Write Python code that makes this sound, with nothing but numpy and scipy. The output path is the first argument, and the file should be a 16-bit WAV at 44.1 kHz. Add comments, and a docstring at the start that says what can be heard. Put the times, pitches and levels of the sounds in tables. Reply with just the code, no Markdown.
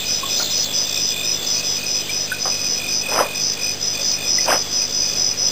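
"""Night at a waterhole

An elephant lets water drip from its trunk and squirts it out twice: ringing bubbles and showers of tiny hits.
Three kinds of cricket chirp with quick wing strokes, among runs of falling insect ticks.
Behind them lie still air, a faint rumble, a far insect chorus (all shaped noise) and mains hum (sine tones).
A fixed outdoor camera with a coarse sample rate mirrors the sound into the treble.
"""
import sys
import numpy as np
from scipy import signal
from scipy.fft import rfft, irfft, next_fast_len
from scipy.io import wavfile
from scipy.ndimage import map_coordinates

SR = 44100
rng = np.random.default_rng(int(sys.argv[2]) if len(sys.argv) > 2 else 0)


def wav_out(sig):
    """Save sig, one row per channel (or a flat mono array), as 16-bit PCM at SR to the path in sys.argv[1]."""
    wavfile.write(sys.argv[1], SR, np.round(np.clip(np.atleast_2d(sig).T, -1, 1) * 32767).astype(np.int16))


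N = 242991
TIME = np.arange(N) / SR  # seconds


# single bubbles of drips and squirts, level before the soft start:
# (time [s], level [dB], starting pitch [Hz], time to fall by 60 dB [s])
BUBBLES = [(.231, -18, 1063, .038), (.4, -23, 1380, 0.039), (2.092, -19, 2300, 0.034),
           (2.317, -13.5, 1467, .04), (2.316, -20, 1640, 0.021), (2.454, -21, 740, 0.032),
           (2.454, -15.5, 1126, 0.011), (3.179, -7, 850, 0.007), (3.188, -6, 1266, 0.014),
           (3.2045, -2.5, 920, .012), (3.206, -6, 540, 0.023), (3.224, -12, 1060, 0.011),
           (3.99, -29, 535, 0.086), (4.3835, -15, 1960, 0.024), (4.482, -11, 910, 0.016),
           (4.489, -9, 600, 0.02), (4.506, -4.5, 1080, 0.0086), (4.517, -6, 1530, 0.011),
           (4.523, -10, 1870, 0.0069), (4.526, -8, 720, .012)]


def plops():
    """Each trapped bubble rings, rising a little as it nears the surface, and dies faster once there."""
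    out = np.zeros(N + SR)
    t = np.arange(SR // 4) / SR
    for start, db, hz, t60 in BUBBLES:
        pitch = hz * (1 + 0.11 * np.minimum(t / t60, 1))
        tone = np.sin(2 * np.pi * np.cumsum(pitch) / SR)
        fade = amp(-60 * (t / t60) ** 2)
        soft_start = 1 - np.exp(-t / 0.0018)
        out[round(start * SR):][:len(t)] += amp(db) * tone * fade * soft_start
    return out[:N]


# water hitting the pond, level before the clumps; rise and fall are the times from or to 20 dB below the peak:
# (time of peak [s], rise [s], fall [s], gurgle level [dB], spray level against the gurgle [dB])
SPLASHES = [(.404, 0.018, 0.051, -28.5, -11), (2.456, .0034, 0.069, -28.5, -24),
            (3.195, 0.12, 0.089, -19, -11.5), (4.52, 0.07, 0.064, -17.5, -7)]
# tone colour of the low gurgle: (frequency [Hz], relative level [dB])
GURGLE_COLOUR = [(120, -25), (230, -8.5), (400, -4.5), (550, 4), (900, -1), (1400, -4.5), (2000, -11),
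                 (3200, -39), (5500, -78)]
# tone colour of the finer spray: (frequency [Hz], relative level [dB])
SPRAY_COLOUR = [(500, -34), (1200, -24), (2200, 11), (3150, 12.5), (3700, -5), (5500, -30)]
CLUMP_DB, CLUMP_RATE = 1, 150  # the water lands in clumps: rough spread [dB], random points per second


def splashes():
    """A gush from the trunk swells and dies, landing in clumps: a low gurgle with a finer spray on top."""
    gurgle_level, spray_level = np.zeros(N), np.zeros(N)
    for peak, rise, fall, db, spray_db in SPLASHES:
        away = np.maximum((peak - TIME) / rise, (TIME - peak) / fall)
        flow = amp(db - 20 * away ** 1.92)
        gurgle_level += flow
        spray_level += flow * amp(spray_db)
    gurgle = coloured(patter(per_second=3000, spread_db=2.0), GURGLE_COLOUR)
    spray = coloured(patter(per_second=2100, spread_db=4), SPRAY_COLOUR)
    clumps = unit(amp(CLUMP_DB * wobble(CLUMP_RATE)))
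    return clumps * (gurgle_level * gurgle + spray_level * spray)


def patter(per_second, spread_db):
    """A dense shower of tiny impacts of very unequal size."""
    hits = rng.random(N) < per_second / SR
    return hits * rng.standard_normal(N) * amp(spread_db * rng.standard_normal(N))


# how long the trees echo: (frequency [Hz], time to fall by 60 dB [s])
TREE_ECHO = [(200, 0.23), (1000, 0.32), (5000, 0.1)]


def bush(x):
    """The trees round the pond answer a moment later with a smear of echoes; treble dies first."""
    hz, t, noise = signal.stft(rng.standard_normal(SR // 2), SR, nperseg=256)
    t60 = along(TREE_ECHO, hz)[:, None]
    tail = signal.istft(noise * amp(-60 * t / t60), SR, nperseg=256)[1]
    late = np.pad(x, (600, 0))  # delay in samples
    return signal.fftconvolve(late, tail / np.linalg.norm(tail))[:N]


# chirps of the near, shrill crickets, before a small trim: (start time [s], end time [s], mid-chirp level [dB])
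SHRILL_CHIRPS = [(0.054, 0.21, -21), (0.285, 0.433, -21), (0.502, 0.651, -20), (0.732, 0.856, -18),
                 (0.979, 1.137, -19), (1.231, 1.375, -21), (1.459, 1.609, -20), (1.632, 1.798, -21),
                 (1.859, 2.025, -20.5), (2.098, 2.265, -21), (2.398, 2.581, -20.5), (2.587, 2.796, -21),
                 (2.878, 3.032, -20.5), (3.08, 3.244, -22), (3.344, 3.543, -21), (3.594, 3.75, -21.5),
                 (3.803, 3.958, -21), (4.007, 4.177, -20), (4.256, 4.457, -19), (4.471, 4.635, -20),
                 (4.708, 4.869, -18.5), (4.919, 5.12, -19.5), (5.157, 5.328, -17.5), (5.374, 5.52, -18)]
# far shrill crickets: (time [s], level [dB])
NEIGHBOURS = [(0, -34), (2.35, -33), (2.8, -31.5), (3.3, -37), (4.6, -29), (5.5, -31.5)]


def shrill_crickets():
    """Two near crickets chirp in step, swelling to mid-chirp; far neighbours blend into narrow noise."""
    lead = strokes(pitch_hz=5085, rate=100, fall=.03, duty=1, jitter=.22, wander=.005, scatter_db=.9, taper=.6)
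    second = strokes(pitch_hz=4903, rate=67, fall=0.095, duty=1, jitter=0.096, wander=0.012, scatter_db=-0.5)
    pair = amp(.8) * unit(lead + amp(-8) * second)
    near = scattered(chirping(SHRILL_CHIRPS, swell_db=6.5) * pair, t60=.06, wet_db=-11)
    # (frequency [Hz], relative level [dB])
    far_colour = [(4000, -25), (4700, 3.5), (4950, 13), (5150, 11.0), (5350, 1), (5500, -47)]
    far = coloured(rng.standard_normal(N), far_colour)
    return near + amp(curve(NEIGHBOURS) + 1.2 * wobble(40)) * far


# chirps of the triller, mostly fading, before a small trim: (start time [s], end time [s], mid-chirp level [dB])
TRILLER_CHIRPS = [(-.05, .05, -26.5), (.22, .38, -26), (.42, .56, -28.5), (.63, .79, -27.5),
                  (.84, 1.02, -26.5), (1.07, 1.27, -27), (1.33, 1.52, -28), (1.62, 1.79, -33),
                  (1.95, 2.13, -35), (2.76, 2.9, -35), (3.0, 3.18, -36), (3.24, 3.45, -36.5),
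                  (3.52, 3.67, -38), (3.8, 3.89, -35), (3.93, 4.07, -32), (4.18, 4.31, -32.5),
                  (4.6, 4.76, -37), (4.86, 4.96, -37), (5.07, 5.19, -35), (5.47, 5.57, -36)]
# chirps of the deepest cricket, before a small trim: (start time [s], end time [s], mid-chirp level [dB])
LOW_CHIRPS = [(-.02, .15, -34.5), (.18, .36, -35), (.5, .58, -37.5), (.66, .76, -39), (.87, 1.02, -33),
              (1.11, 1.33, -31.5), (1.54, 1.68, -31.5), (1.76, 1.91, -32.5), (1.94, 2.03, -34),
              (2.08, 2.2, -35), (2.27, 2.41, -33), (2.5, 2.68, -32), (2.76, 2.95, -29), (3.0, 3.17, -28.5),
              (3.22, 3.41, -30), (3.57, 3.72, -30.5), (3.93, 4.02, -31.5), (4.12, 4.3, -31.5),
              (4.39, 4.59, -34), (4.77, 4.86, -38), (5.02, 5.18, -36.5), (5.3, 5.38, -36.5)]
TRILL_GAP_DB, LOW_GAP_DB = -41, -49  # soft stroking between chirps, before the same trims


def lower_crickets():
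    """A triller with a faint neighbour, and a slower, deeper cricket; strokes go on softly between chirps."""
    trill = strokes(pitch_hz=3500, rate=55.6, fall=.085, duty=.76, jitter=.015, wander=.011, scatter_db=1.2)
    neighbour = strokes(pitch_hz=3475, rate=58, fall=.1, duty=.72, jitter=.076, wander=.02, scatter_db=1.5)
    trills = unit(trill + amp(-9) * neighbour)
    low = strokes(pitch_hz=2495, rate=45, fall=.06, duty=.7, jitter=.07, wander=.008, scatter_db=1.5)
    trill_level = np.hypot(chirping(TRILLER_CHIRPS, swell_db=3), amp(TRILL_GAP_DB))
    low_level = np.hypot(chirping(LOW_CHIRPS, swell_db=3.5), amp(LOW_GAP_DB))
    calls = amp(-1.8) * trills * trill_level + amp(-.7) * low * low_level
    return scattered(calls, t60=.07, wet_db=-6.5)


# runs of falling ticks: (start time [s], end time [s], middle pitch [Hz], mid-run level [dB])
TICK_RUNS = [(0.356, .475, 4280, -22.5), (0.472, .54, 4000, -26), (0.528, 0.68, 4380, -27),
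             (0.852, 1, 5040, -25.5), (1.41, 1.62, 4650, -30), (1.76, 1.88, 4470, -33),
             (2.0, 2.134, 3120, -34), (3.395, 3.562, 4970, -26), (3.936, 4.14, 4820, -27),
             (4.275, 4.486, 5000, -27), (4.855, 5.177, 4960, -29.5)]
TICK_SWELL_DB = 5  # growth over a run


def falling_ticks():
    """Runs of brief ticks, each sliding steeply down in pitch; a run grows louder from first to last."""
    out = np.zeros(N)
    for start, end, hz, db in TICK_RUNS:
        gate = np.clip(np.minimum(TIME - start, end - TIME) / .02, 0, 1)  # 20 ms edges
        progress = np.clip((TIME - start) / (end - start), 0, 1)
        ticks = strokes(pitch_hz=hz, rate=58, fall=.24, duty=.62, jitter=.09, wander=.018, scatter_db=1.6)
        out += gate * amp(db + TICK_SWELL_DB * (progress - .5)) * ticks
    return scattered(out, t60=.08, wet_db=-8)


def strokes(pitch_hz, rate, fall, duty, jitter, wander, scatter_db, taper=1):
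    """Wing strokes of rms 1: each is a short tone that sinks as the scraper slows along the wing's file."""
    cycle = rng.random() + np.cumsum(rate * (1 + jitter * wobble(25))) / SR
    index = cycle.astype(int)  # which stroke each sample belongs to
    size, detune = rng.standard_normal((index.max() + 1, 2))[index].T
    # duty is the share of each cycle that sounds
    along_file = np.minimum(cycle % 1 / np.clip(duty, .1, 1), 1)
    hz = pitch_hz * (1 + wander * (detune + wobble(7)) - fall * (along_file - .5))
    # the wings stop between strokes, so each tone starts at a new phase
    phase = np.cumsum(hz) / SR + rng.random(index.max() + 1)[index]
    pressure = np.abs(np.sin(np.pi * along_file)) ** taper
    return unit(amp(scatter_db * size) * pressure * np.sin(2 * np.pi * phase))


EDGE_S = .016  # time a chirp takes to start or stop


def chirping(rows, swell_db):
    """Loudness of a cricket: every chirp starts quickly, swells to its middle, sinks and stops."""
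    level = np.zeros(N)
    for start, end, db in rows:
        progress = np.clip((TIME - start) / (end - start), 0, 1)
        gate = np.clip(np.minimum(TIME - start, end - TIME) / EDGE_S + .5, 0, 1)
        level += gate * amp(db - swell_db * (2 * progress - 1) ** 2)
    return level


def scattered(x, t60, wet_db):
    """Grass and ground smear a call with many weak, quick reflections."""
    t = np.arange(SR // 4) / SR
    tail = rng.standard_normal(len(t)) * amp(-60 * t / t60)
    reflections = signal.fftconvolve(x, tail / np.linalg.norm(tail))[:N]
    return (x + amp(wet_db) * reflections) / np.hypot(1, amp(wet_db))


# tone colour of the night air: (frequency [Hz], relative level per Hz [dB])
AIR_COLOUR = [(20, -29), (55, -10), (120, 0.5), (250, 1), (400, 4.5), (580, 5), (850, -2), (1400, -4.5),
              (2100, -3), (2800, -0.5), (3150, -0.5), (3850, -1.5), (4500, 1.5), (5500, -4)]


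def night_air():
    """Nearly even noise of the night, wavering slightly."""
    return amp(-28.5 + 0.48 * wobble(5.43)) * coloured(rng.standard_normal(N), AIR_COLOUR)


# slow air on the microphone: (time [s], level [dB])
RUMBLE_LEVEL = [(0, -50), (2.1, -66), (3.3, -56), (4.7, -49), (5.5, -48.5)]


def rumble():
    """Slow air moving over the microphone makes a faint, very low noise."""
    # (frequency [Hz], relative level [dB])
    colour = [(15, -15), (45, 2), (90, -10), (300, -36), (1000, -80)]
    return amp(curve(RUMBLE_LEVEL)) * coloured(rng.standard_normal(N), colour)


# far insects, slowly thinning: (time [s], level [dB])
CHORUS_LEVEL = [(0, -31.5), (1.4, -35.5), (2.2, -37), (3.3, -43.5), (5.5, -53)]


def far_chorus():
    """So many far insects that they blend into noise, drifting and flickering in level."""
    # (frequency [Hz], relative level [dB])
    colour = [(1800, -22), (2700, 4.5), (3150, 6.0), (3800, 9.5), (4500, 4.0), (5500, -30.5)]
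    insects = coloured(rng.standard_normal(N), colour)
    level_db = curve(CHORUS_LEVEL) + 0.8 * wobble(18) + 0.54 * wobble(60)
    return amp(level_db) * insects


# mains hum: (frequency [Hz], rms level [dB])
HUM_TONES = [(50, -59.5), (100, -47.5), (150, -47), (200, -49.5), (250, -47)]


def mains_hum():
    """Steady tones at multiples of the mains frequency."""
    out = np.zeros(N)
    for hz, db in HUM_TONES:
        out += amp(db) * np.sqrt(2) * np.sin(2 * np.pi * (hz * TIME + rng.random()))
    return out


def amp(db):
    """Decibels to gain."""
    return 10 ** (np.asarray(db) / 20)


def unit(x):
    """Scale to rms 1."""
    return x / np.sqrt(np.mean(x ** 2) + 1e-20)


def along(points, hz):
    """Read (frequency [Hz], value) points on a log axis."""
    f, v = np.transpose(points)
    return np.interp(np.log(hz + 1), np.log(f + 1), v)


def curve(rows):
    """Turn (time [s], value) rows into one value per sample."""
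    return np.interp(TIME, *np.transpose(rows))


def wobble(rate):
    """A smooth random curve through rate random points a second."""
    return map_coordinates(rng.standard_normal(int(N * rate / SR) + 4), [TIME * rate])


def filtered(x, response):
    """Change the strength of each frequency in x by the given response."""
    m = next_fast_len(N + SR // 2)
    return irfft(rfft(x, m) * response(np.fft.rfftfreq(m, 1 / SR)), m)[:N]


def coloured(x, spectrum):
    """Give x a tone colour, at rms 1."""
    return unit(filtered(x, lambda hz: amp(along(spectrum, hz))))


def scene():
    """Water at the trunk with its echo, insects all round, the quiet night behind."""
    water = plops() + splashes()
    insects = shrill_crickets() + lower_crickets() + falling_ticks()
    echo = amp(-17.5) * bush(water)
    background = night_air() + rumble() + far_chorus() + mains_hum()
    return (water + echo + insects + background)[None]


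HOLD = 4  # samples per held value
SOFT_EDGE_HZ, TOP_HZ = 5640, 15550  # gentle bend of the cut before sampling; highest pitch let out


def record(dry):
    """The camera samples at a quarter rate and holds each value, which mirrors the sound into the treble."""
    # nothing passes from half the coarse rate up; the treble bends down slightly just below it
    narrow = filtered(dry[0], lambda hz: (hz < SR / HOLD / 2) / np.hypot(1, (hz / SOFT_EDGE_HZ) ** 50))
    held = np.repeat(narrow[::HOLD], HOLD)[:N]
    offset = .0145  # the converter rests slightly off zero
    return filtered(held, lambda hz: hz < TOP_HZ)[None] + offset


dry = scene()
out = record(dry)
wav_out(out)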